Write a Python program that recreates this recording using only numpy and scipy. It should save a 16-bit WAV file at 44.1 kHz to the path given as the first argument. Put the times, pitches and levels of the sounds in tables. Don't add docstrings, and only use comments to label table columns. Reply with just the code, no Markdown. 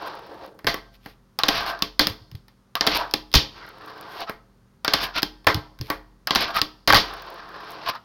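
import sys
import numpy as np
from scipy import signal
from scipy.fft import rfft, irfft, next_fast_len
from scipy.io import wavfile

SR = 44100
rng = np.random.default_rng(int(sys.argv[2]) if len(sys.argv) > 2 else 0)


def dump(signal):
    limited = np.clip(np.atleast_2d(signal).T, -1, 1)
    pcm = np.round(limited * 32767).astype(np.int16)
    wavfile.write(sys.argv[1], SR, pcm)


N = 354563
TIME = np.arange(N) / SR


# pitch_hz, level_db [dB per Hz]
AIR = [(22, -31), (45, -4.5), (85, -5.5), (125, -3), (160, -4.5), (230, -12), (400, -14), (700, -20.5),
       (1150, -17.5), (2500, -30.5), (4500, -30), (8000, -36), (15000, -40.5)]
AIR_RMS_DB = -61.5
# pitch_hz, level_db [dB rms]
HUM = [(43.1, -70.5), (118.4, -66.5), (193.8, -67), (236.9, -69.5), (301.5, -83.5), (393, -76),
       (538.3, -80.5)]

# pitch_hz, level_db
ROOM_COLOUR = [(60, -5.5), (200, 2.5), (500, -4), (1000, 3), (2500, -3.5), (5000, -6.5), (7500, -13),
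               (12000, -11.5), (16000, -5.5)]
# pitch_hz, t60_s
ROOM_T60 = [(60, 0.63), (250, 0.38), (700, 0.53), (1800, 0.33), (4500, 0.54), (8000, 1), (14000, 0.39)]

# pitch_hz, width_hz, level_db
DESK_RESONANCES = [(307, 11, 6.5), (355, 4.7, -8), (434.2, 8.9, 5.5), (539.4, 16, 0.5), (683, 11, 3),
                   (843, 16, -1.5), (954, 15, -5), (1067, 13, -9), (1167, 19, -7), (1320, 20, -8.5),
                   (1570, 33, -3.5), (1770, 15, -9), (1890, 37, -0.5), (2130, 24, -5), (2420, 35, -5.5),
                   (3170, 80, 1), (3490, 36, -1), (4050, 44, -4.5), (4700, 64, -8.5), (5340, 140, -4.5)]

# pitch_hz, level_db [dB per Hz]
RUMBLE_SPECTRUM = [(60, -41), (150, -30), (260, -26.5), (380, -16), (500, -6.5), (750, 4), (1150, 4.5),
                   (1650, 1.5), (1900, -3), (2300, -19), (3200, -45)]
DRONE_SPECTRUM = [(50, -14), (110, -11), (180, -4), (250, -15), (330, 1), (430, 0.5), (620, -2.5),
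                  (1000, -38)]
RATTLE_SPECTRUM = [(1500, -4.5), (2300, 1.5), (3300, 1), (4600, 1.5), (5400, -3), (6200, -17.5),
                   (7500, -38), (9000, -46)]
FIZZ_SPECTRUM = [(5500, -21), (6800, -7), (7700, -22.5), (9200, -2.5), (10500, -9.5), (12000, 3),
                 (14000, -4), (15500, -6.5), (17000, -20)]

# pitch_hz, level_db [dB per Hz]
LOW_RING_SPECTRUM = [(60, -4), (130, -7.5), (200, -4.5), (300, -7.5), (450, -4), (600, -12.5), (900, -42)]
WOOD_RING_SPECTRUM = [(300, -24), (550, 0), (800, -1), (1150, 2.5), (1500, -1.5), (2100, -0.5),
                      (2700, -12.5), (4000, -40.5)]
DECK_RING_SPECTRUM = [(1400, -23.5), (2400, -6.5), (3300, -1.5), (3900, -2), (4600, 1.5), (5400, -6.5),
                      (6200, -15.5), (7500, -28.5), (9000, -54.5)]

# centre_s, half_length_s [to 10 dB down], level_db
RUBS = [(0.95, 0.019, -56.5), (1.082, 0.051, -53), (1.69, 0.028, -36.5), (4.16, 0.08, -49),
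        (5.035, 0.021, -30.5), (5.875, 0.0414, -50.5), (7.713, 0.034, -51)]
RUB_FIZZ_DB = -10

# start_s, level_db
COARSE_GRIT = [(0.153, -35), (0.4624, -34), (3.69, -31), (3.8611, -32), (4.0109, -24.5), (4.207, -22.5),
               (7.1386, -25.5), (7.222, -26), (7.3026, -29), (7.3422, -34), (7.707, -25), (7.7184, -28)]
FINE_GRIT_PER_S, FINE_GRIT_DB, FINE_GRIT_SPREAD_DB = 12, -5, 4

# time_s, rumble_db, bite_db [rattle over rumble], wheel_resonance_hz
COASTS = [
    [(0.0, -40, -12, 870), (0.006, -38.5, -9, 898.5), (0.058, -34.5, -10.5, 985), (0.266, -46, -10.5, 826),
     (0.32, -41.5, -15, 677), (0.39, -45, -14.5, 838), (0.452, -39, -12.5, 725.4), (0.498, -53, -13, 644),
     (0.57, -60.5, -25, 600)],
    [(3.53, -56, -4.5, 1285), (3.576, -48, -3, 1134), (3.636, -43, -9.5, 1461), (3.71, -49.5, -7, 1383),
     (3.77, -48.5, -10, 982), (3.818, -44.5, -10, 1230), (4.062, -42, -9.5, 981), (4.112, -41, -14, 1080),
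     (4.18, -38, -6, 1048)],
    [(7.05, -36, -13, 1067), (7.082, -42, -1.5, 1120), (7.13, -34.5, -11.5, 1140),
     (7.196, -42.5, -6.5, 1135), (7.324, -40.5, -11.5, 955), (7.374, -38.5, -10.5, 1166),
     (7.52, -44.5, -12, 1160), (7.552, -40, -10, 1200), (7.85, -39.5, -6.5, 964)],
]
COAST_DB, COAST_FADE_DB_PER_S = 4, 300

# start_s, hardest_press_s, let_go_s, level_db,
# bite_db [at the hardest press], wheel_resonance_hz
PUSHES = [(1.44, 1.573, 1.724, -25.5, 2.5, 1119), (2.812, 2.944, 3.024, -25, 4, 978.6),
          (4.889, 5.016, 5.055, -29, 3.5, 1129), (6.319, 6.423, 6.5, -26.5, 5, 1097)]
PUSH_SOFT_START_DB, PUSH_ATTACK_S, PUSH_FALL_DB_PER_S = -12.5, 0.017, 180
PRESS_S, FREE_BITE_DB = 0.065, -13

# peak_s, level_db, bite_db, wheel_resonance_hz, rise_s [from 10 dB down]
SKIDS = [(1.691, -29, -2.5, 1057, .04), (3.01, -24, -17, 980.5, .025), (4.218, -27, -5.5, 754, 0.024),
         (4.287, -29, -10, 1307, 0.015), (5.175, -23, 1.5, 1392, 0.024), (5.924, -31, -19.5, 953.7, .035),
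         (6.576, -19, -4.5, 1265, .028), (7.887, -21, -3, 1081, 0.023), (7.95, -30, -11, 1301, 0.018)]
SKID_FALL_S = 0.026

# wheel_s, axle_s, flat_s,
# next_wheel_lag_s, first_wheel_resonance_hz
SET_DOWNS = [(1.389, 1.435, 1.484, .0031, 1200), (2.7538, 2.8095, 2.867, .0052, 1150),
             (4.8472, 4.8793, 4.9354, .0026, 1400), (6.2721, 6.3076, 6.3502, .0078, 1220)]
LAST_WHEEL_LAGS = 1.48
SPIN_UP_S, SPIN_UP_DB, SPIN_UP_BITE_DB, SPIN_DOWN_DB_PER_S = .013, -22.5, -8.5, 600

# start_s, level_db, pitch_hz
THUMPS = [(0.648, -25, 114), (2.098, -24.5, 97.5), (2.215, -35.5, 97), (2.322, -33.5, 130),
          (2.347, -23, 102), (3.3575, -1.5, 60.9), (5.549, -16.5, 96), (5.571, -16.5, 118),
          (5.801, -22, 79.6), (5.809, -20, 122)]
CRASH_THUMP_HZ, THUMP_T60_S = 102, 0.072

# start_s, level_db, ring_on_db
POPS = [(1.8229, -0.5, 1.5), (3.1384, 1.5, 0), (5.23, 1, -2), (6.6159, .5, 0)]
# start_s, level_db,
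# wood_over_deck_db, ring_on_db, desk_thump_db, second_edge_lag_s
CRASHES = [(0.6685, -3.5, 1, 2, -46.5, .0036), (1.9935, 3, -1, -2.5, -35.5, 0.0032),
           (3.3398, 1.5, -2.5, 0.5, -40, .0024), (3.3519, -3.5, -8.5, -0.5, -12.5, 0.0052),
           (5.468, 2.5, 4.5, -1, -16.5, .0032), (6.8754, 1, 1, 1.5, -21.5, .003),
           (6.9012, 1, 6, -22, -21, 0.00206), (6.9252, 4, 4.5, -5, -17, 0.0077),
           (6.945, 1, 0, 5, -12, 0.0053), (6.969, -10, -7, 1.5, -40, 0.0033)]
REBOUND_S = 0.015
# start_s, level_db, wood_over_deck_db, extra_thud_db
TAPS = [(0.5905, -24.5, 4.5, -11), (0.645, -17.5, 6, 12.5), (0.7427, -5, 4, 2.5), (1.0604, -17.5, 4.5, 5.5),
        (1.791, -28, -5, -15.5), (2.07, 1, -2.5, 0), (2.099, -15.5, -1, -9.5), (2.315, -29, -3, 3),
        (2.352, -26, -3, -3.5), (2.482, -29.5, -0.5, -9.5), (3.1115, -20, -3.5, -14),
        (3.3164, -25.5, -4, -9), (3.329, -23.5, -6, -1), (4.2958, -8.5, 5, 3), (5.221, -9, 1.5, -17),
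        (5.445, -28, 3.5, -3.5), (5.545, -8.5, -7.5, 8.5), (5.789, -26, 0.5, -4.5), (5.812, -15.5, -4.5, 7),
        (5.9018, 1.5, 4, 1.5)]
BLOW_KINDS = {"wheel": (-43.5, -22, -20, -30.5, -9), "axle": (-27, -17, -14, -38.5, -2),
              "flat": (-36, -21, -16, -28.5, 1), "next wheel": (-25, -16, -14, -32.5, -1.5),
              "last wheel": (-22.5, -20.5, -19.5, -40, -7), "pop": (-22, -20.5, -13.5, -28.5, -7),
              "tap": (-26, -21.5, -21.5, -29.5, -2.5), "first edge": (-32.5, -20, -16.5, -28, 4.5),
              "second edge": (-23.5, -13.5, -18.5, -34.5, 0), "rebound": (-38, -37, -27.5, -49.5, 14.5)}

# pitch_hz, level_db, t60_s
THUD_MODES = [(156, -7.5, 0.041), (227, -3, 0.11), (294.6, 5.5, 0.096), (413, 2, 0.039), (449, -2.5, 0.045)]
KNOCK_MODES = [(514, -14.5, 0.09), (630, -18, 0.012), (820, 2.5, 0.042), (1062, 1, 0.034), (1107, 0, 0.08),
               (1381, 1, 0.0078), (1594, 5, 0.034), (1794, -3.5, 0.042), (2062, -3, 0.037)]
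CRACK_MODES = [(2550, -9.5, 0.0047), (3312, -6, 0.039), (3640, 1.5, 0.016), (3900, -2, 0.022),
               (4530, 1, 0.0082), (5070, 4, 0.024), (5860, -11.5, 0.0073)]

CUTOFF_HZ = 16100


def from_db(db):
    return 10 ** (np.asarray(db) / 20)


def rms_one(x):
    return x / np.sqrt(np.mean(x ** 2) + 1e-20)


def at_hz(points, hz):
    known_hz, values = np.transpose(points)
    return np.interp(np.log(np.maximum(hz, 1)), np.log(known_hz), values)


def dying(t, t60):
    return np.exp(-np.log(1000) * t / t60)


def band(x, low_hz, high_hz, order=2):
    edges_hz = [low_hz, min(high_hz, .45 * SR)]
    return signal.sosfilt(signal.butter(order, edges_hz, "band", fs=SR, output="sos"), x)


def coloured(x, spectrum):
    size = next_fast_len(len(x))
    hz = np.arange(size // 2 + 1) * SR / size
    shaped = rfft(x, size) * from_db(at_hz(spectrum, hz))
    return rms_one(irfft(shaped, size)[:len(x)])


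def add(out, s, sound):
    start = max(round(s * SR), 0)
    out[start:start + len(sound)] += sound[:N - start]


def drift(rate):
    knots = rng.standard_normal(4096)
    return np.interp(TIME * rate, np.arange(len(knots)), knots)


def resonance(x, hz, width_hz):
    r = np.exp(-np.pi * width_hz / SR)
    zeros = np.array([1, 0, -1]) * (1 - r * r) / 2
    poles = [1, -2 * r * np.cos(2 * np.pi * hz / SR), r * r]
    return signal.lfilter(zeros, poles, x + 1e-18)


def unit_blow(x):
    return x / np.sqrt(np.mean(x[:SR // 200] ** 2) + 1e-20)


def held(start_s, end_s, rise_db_per_s, fall_db_per_s):
    return -rise_db_per_s * np.maximum(start_s - TIME, 0) - fall_db_per_s * np.maximum(TIME - end_s, 0)


def swell(s, rise_s, fall_s):
    return -10 * ((TIME - s) / np.where(TIME < s, rise_s, fall_s)) ** 2


def background():
    hum = 0
    for hz, rms_db in HUM:
        hum = hum + from_db(rms_db) * np.sqrt(2) * np.sin(2 * np.pi * (hz * TIME + rng.random()))
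    return hum + from_db(AIR_RMS_DB) * coloured(rng.standard_normal(N), AIR)


def room(x, build_up_s):
    t, tail = np.arange(SR * 3 // 5) / SR, 0
    edges = np.geomspace(45, 18000, 18)
    white = rng.standard_normal((2, len(t)))
    for k, (low, high) in enumerate(zip(edges, edges[1:])):
        hz = np.sqrt(low * high)
        part = band(white[k % 2], low, high) * dying(t, at_hz(ROOM_T60, hz)) * (1 - np.exp(-t / build_up_s))
        even_energy = np.sqrt(2 * (high - low) / SR / np.sum(part ** 2))
        tail = tail + from_db(at_hz(ROOM_COLOUR, hz)) * part * even_energy
    return signal.fftconvolve(x, tail)[:N]


def desk_top(x):
    return x + sum(from_db(db) * resonance(x, hz, width_hz) for hz, width_hz, db in DESK_RESONANCES)


def sway():
    jolts = np.zeros(N)
    for s, thud_db, *rest in contacts():
        add(jolts, s, from_db([thud_db / 2]))
    return from_db(37.0) * band(resonance(jolts, hz=44.4, width_hz=1.6), low_hz=34.2, high_hz=60, order=3)


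def grains(per_s, spread_db):
    sizes = from_db(spread_db * np.minimum(rng.exponential(1, N), 4)) * rng.choice([-1, 1], N)
    return sizes * (rng.random(N) < per_s / SR)


def rubs():
    level = sum(from_db(db + np.maximum(swell(s, half_s, half_s), -80)) for s, half_s, db in RUBS)
    grain = grains(per_s=1300, spread_db=2.0)
    return level * (coloured(grain, RATTLE_SPECTRUM) + from_db(RUB_FIZZ_DB) * coloured(grain, FIZZ_SPECTRUM))


def chatter(t, low_hz, high_hz, t60):
    return unit_blow(band(rng.standard_normal(len(t)) * dying(t, t60), low_hz, high_hz, order=3))


def grit(rumble_db):
    t, out = np.arange(SR // 100) / SR, np.zeros(N)
    met = np.flatnonzero(rng.random(N) < FINE_GRIT_PER_S / SR)
    fine = [(i / SR, rumble_db[i] + FINE_GRIT_DB + FINE_GRIT_SPREAD_DB * rng.standard_normal()) for i in met]
    for s, db in COARSE_GRIT + fine:
        tick = chatter(t, low_hz=9600, high_hz=16100, t60=0.0049)
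        answer = 0.54 * chatter(t, low_hz=2500, high_hz=6800, t60=.004)
        add(out, s, from_db(db - 21.5) * (tick + answer))
    return out


def wheel_note(pitch_hz, width_hz):
    shaking = rng.standard_normal(N) + 1j * rng.standard_normal(N)
    swing = signal.sosfilt(signal.butter(2, width_hz / 2, fs=SR, output="sos"), shaking)
    return rms_one(np.real(swing * np.exp(2j * np.pi * np.cumsum(pitch_hz) / SR)))


def rolling(rumble_db, rattle_db, pitch_hz, width_hz, side_notes, drone_db, fizz_db):
    bumps = drift(110)
    others = 0.37 * wheel_note(1.42 * pitch_hz, width_hz=300) + 0.28 * wheel_note(.66 * pitch_hz, width_hz=160)
    grain = .5 * coloured(grains(per_s=1000, spread_db=1.5), RUMBLE_SPECTRUM)
    patter = 0.72 * wheel_note(pitch_hz, width_hz) + side_notes * others + grain
    rumble = from_db(rumble_db - 4.5 + 2 * bumps) * rms_one(desk_top(patter))
    low_db = drone_db + 0.54 * rumble_db - 6 * np.log2(pitch_hz / 1000)
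    drone_grain = coloured(grains(per_s=1900, spread_db=4), DRONE_SPECTRUM)
    drone = from_db(low_db) * rms_one(desk_top(drone_grain))
    rattle_grain = coloured(grains(per_s=2600, spread_db=0.5), RATTLE_SPECTRUM)
    rattle = from_db(rattle_db - 2.5 + 1.8 * bumps) * rattle_grain
    high_db = fizz_db + 0.77 * rattle_db + 0.82 * rumble_db + 9.2 * bumps
    fizz = from_db(high_db) * coloured(grains(per_s=1000, spread_db=0.5), FIZZ_SPECTRUM)
    return rumble + drone + rattle + fizz


def together(strokes):
    rumble = rattle = pitch = 0
    for db, bite_db, hz in strokes:
        power = from_db(np.maximum(db, -130)) ** 2
        rumble = rumble + power
        rattle = rattle + power * from_db(bite_db) ** 2
        pitch = pitch + power * hz
    return 10 * np.log10(rumble), 10 * np.log10(rattle), pitch / rumble


def coasts():
    strokes = []
    for coast in COASTS:
        s, *columns = np.transpose(coast)
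        db, bite_db, hz = [np.interp(TIME, s, c) for c in columns]
        shape_db = held(s[0], s[-1], COAST_FADE_DB_PER_S, COAST_FADE_DB_PER_S)
        strokes.append((db + COAST_DB + shape_db, bite_db, hz))
    return together(strokes)


def pushes():
    strokes = []
    for start_s, press_s, end_s, db, bite_db, hz in PUSHES:
        press = np.exp(-np.minimum(((TIME - press_s) / PRESS_S) ** 2, 20))
        gather_db = PUSH_SOFT_START_DB * np.exp(-np.maximum(TIME - start_s, 0) / PUSH_ATTACK_S)
        shape_db = gather_db + held(start_s, end_s, rise_db_per_s=2994, fall_db_per_s=PUSH_FALL_DB_PER_S)
        strokes.append((db + shape_db, FREE_BITE_DB + (bite_db - FREE_BITE_DB) * press, hz))
    return together(strokes)


def slips():
    strokes = [(db + swell(s, rise_s, SKID_FALL_S), bite_db, hz) for s, db, bite_db, hz, rise_s in SKIDS]
    for s, *_, hz in SET_DOWNS:
        shape_db = held(s + 0.0037, s + SPIN_UP_S, rise_db_per_s=6002.5, fall_db_per_s=SPIN_DOWN_DB_PER_S)
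        strokes.append((SPIN_UP_DB + shape_db, SPIN_UP_BITE_DB, hz))
    return together(strokes)


def thumps():
    t, out = np.arange(SR // 3) / SR, np.zeros(N)
    crashes = [(s + lag_s, thump_db, CRASH_THUMP_HZ) for s, *_, thump_db, lag_s in CRASHES]
    for s, db, hz in THUMPS + crashes:
        puff = 0.44 * rms_one(band(rng.standard_normal(len(t)), low_hz=55, high_hz=150, order=3))
        swing = np.sin(2 * np.pi * hz * t) + puff
        add(out, s, from_db(db) * swing * dying(t, THUMP_T60_S) * (1 - np.exp(-t / 0.0018)))
    return out


def blow(kind, s, db=0, wood_db=0, ring_db=0, thud_db=0):
    thud, knock, crack, tick, ring = BLOW_KINDS[kind]
    return (s, thud + db + thud_db, knock + db + wood_db, crack + db - wood_db,
            tick + db - 0.57 * wood_db, ring + ring_db)


def contacts():
    rows = [blow("pop", s, db, ring_db=ring_db) for s, db, ring_db in POPS]
    for wheel_s, axle_s, flat_s, lag_s, _ in SET_DOWNS:
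        rows += [blow("wheel", wheel_s), blow("axle", axle_s), blow("flat", flat_s),
                 blow("next wheel", flat_s + lag_s), blow("last wheel", flat_s + LAST_WHEEL_LAGS * lag_s)]
    for s, db, wood_db, ring_db, _, lag_s in CRASHES:
        rows += [blow("first edge", s, db, wood_db, ring_db),
                 blow("second edge", s + lag_s, db, wood_db, ring_db),
                 blow("rebound", s + REBOUND_S, db + ring_db, wood_db)]
    return rows + [blow("tap", s, db, wood_db, thud_db=thud_db) for s, db, wood_db, thud_db in TAPS]


def ring_on(level_db, spectrum, t60):
    energy = np.zeros(N)
    for (s, *levels, ring_db), db in zip(contacts(), level_db):
        add(energy, s + 0.0012, from_db([db + ring_db]) ** 2)
    energy = signal.lfilter([1], [1, -dying(1 / SR, t60) ** 2], energy + 1e-18)
    return np.sqrt(energy) * coloured(rng.standard_normal(N), spectrum)


def ringing():
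    s, thud_db, knock_db, crack_db, tick_db, ring_db = np.transpose(contacts())
    desk = ring_on(thud_db - 7.5, LOW_RING_SPECTRUM, t60=0.2)
    desk = desk + ring_on(knock_db - 10, WOOD_RING_SPECTRUM, t60=0.21)
    deck = ring_on(crack_db - 11.0, DECK_RING_SPECTRUM, t60=0.22)
    trucks = ring_on(tick_db - 11.5, FIZZ_SPECTRUM, t60=0.18)
    return desk_top(desk + deck + trucks)


def afterring(blows, width_hz):
    return sum(from_db(db / 2) * resonance(blows, hz, width_hz) for hz, _, db in DESK_RESONANCES if hz < 2000)


def struck(modes, t, spread_db, detune):
    hz, db, t60 = np.transpose(modes)[:, :, None]
    strength = from_db(db + spread_db * rng.standard_normal(hz.shape)) * rng.choice([-1, 1], hz.shape)
    pitch = hz * (1 + detune * rng.standard_normal(hz.shape))
    return unit_blow(np.sum(strength * np.sin(2 * np.pi * pitch * t) * dying(t, t60), axis=0))


def snap(t, hz, t60):
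    pitch = hz * (1 + 0.081 * rng.standard_normal())
    return unit_blow(np.sin(2 * np.pi * pitch * t) * dying(t, t60) * (1 - np.exp(-t / 0.00051)))


def clacks():
    t, out = np.arange(SR // 10) / SR, np.zeros(N)
    for s, thud_db, knock_db, crack_db, tick_db, ring_db in contacts():
        thud = 0.48 * struck(THUD_MODES, t, spread_db=2.0, detune=0.011)
        thud = thud + .5 * chatter(t, low_hz=100, high_hz=512.6, t60=0.0083)
        knock = 0.5 * struck(KNOCK_MODES, t, spread_db=9.5, detune=0.015)
        knock = knock + 0.56 * chatter(t, low_hz=540, high_hz=2300, t60=0.023)
        crack = .5 * snap(t, hz=4744, t60=0.003) + 0.41 * struck(CRACK_MODES, t, spread_db=8.5, detune=0.018)
        crack = crack + 0.61 * chatter(t, low_hz=2590, high_hz=5200, t60=0.011)
        tick = chatter(t, low_hz=10560, high_hz=16400, t60=0.0091)
        desk = from_db(thud_db - 0.5) * thud + from_db(knock_db) * knock
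        board = from_db(crack_db + 0.5) * crack + from_db(tick_db) * tick
        add(out, s, desk + board)
    return out


def scene():
    blows, rings, thuds, coasting = clacks(), ringing(), thumps(), coasts()
    wheels = (rolling(*coasting, width_hz=350, side_notes=0.96, drone_db=-28.5, fizz_db=-13)
              + rolling(*pushes(), width_hz=310, side_notes=1.5, drone_db=-33, fizz_db=-9.5)
              + rolling(*slips(), width_hz=150, side_notes=0.62, drone_db=-38.5, fizz_db=-12)
              + grit(coasting[0]) + rubs())
    singing = from_db(-5.5) * afterring(blows, width_hz=3.3)
    to_room = from_db(-19.0) * blows + from_db(-13.0) * rings + from_db(-14.5) * wheels + from_db(-17.0) * thuds
    walls = room(to_room, build_up_s=0.00076)
    return (blows + rings + singing + wheels + thuds + walls + sway() + background())[None]


def record(dry):
    ported = dry - .6 * resonance(dry, hz=7650, width_hz=800)
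    squashed = ported / (1 + (ported / .86) ** 6) ** (1 / 6)
    return signal.sosfilt(signal.ellip(10, .1, 80, CUTOFF_HZ, fs=SR, output="sos"), squashed)


dry = scene()
out = record(dry)
dump(out)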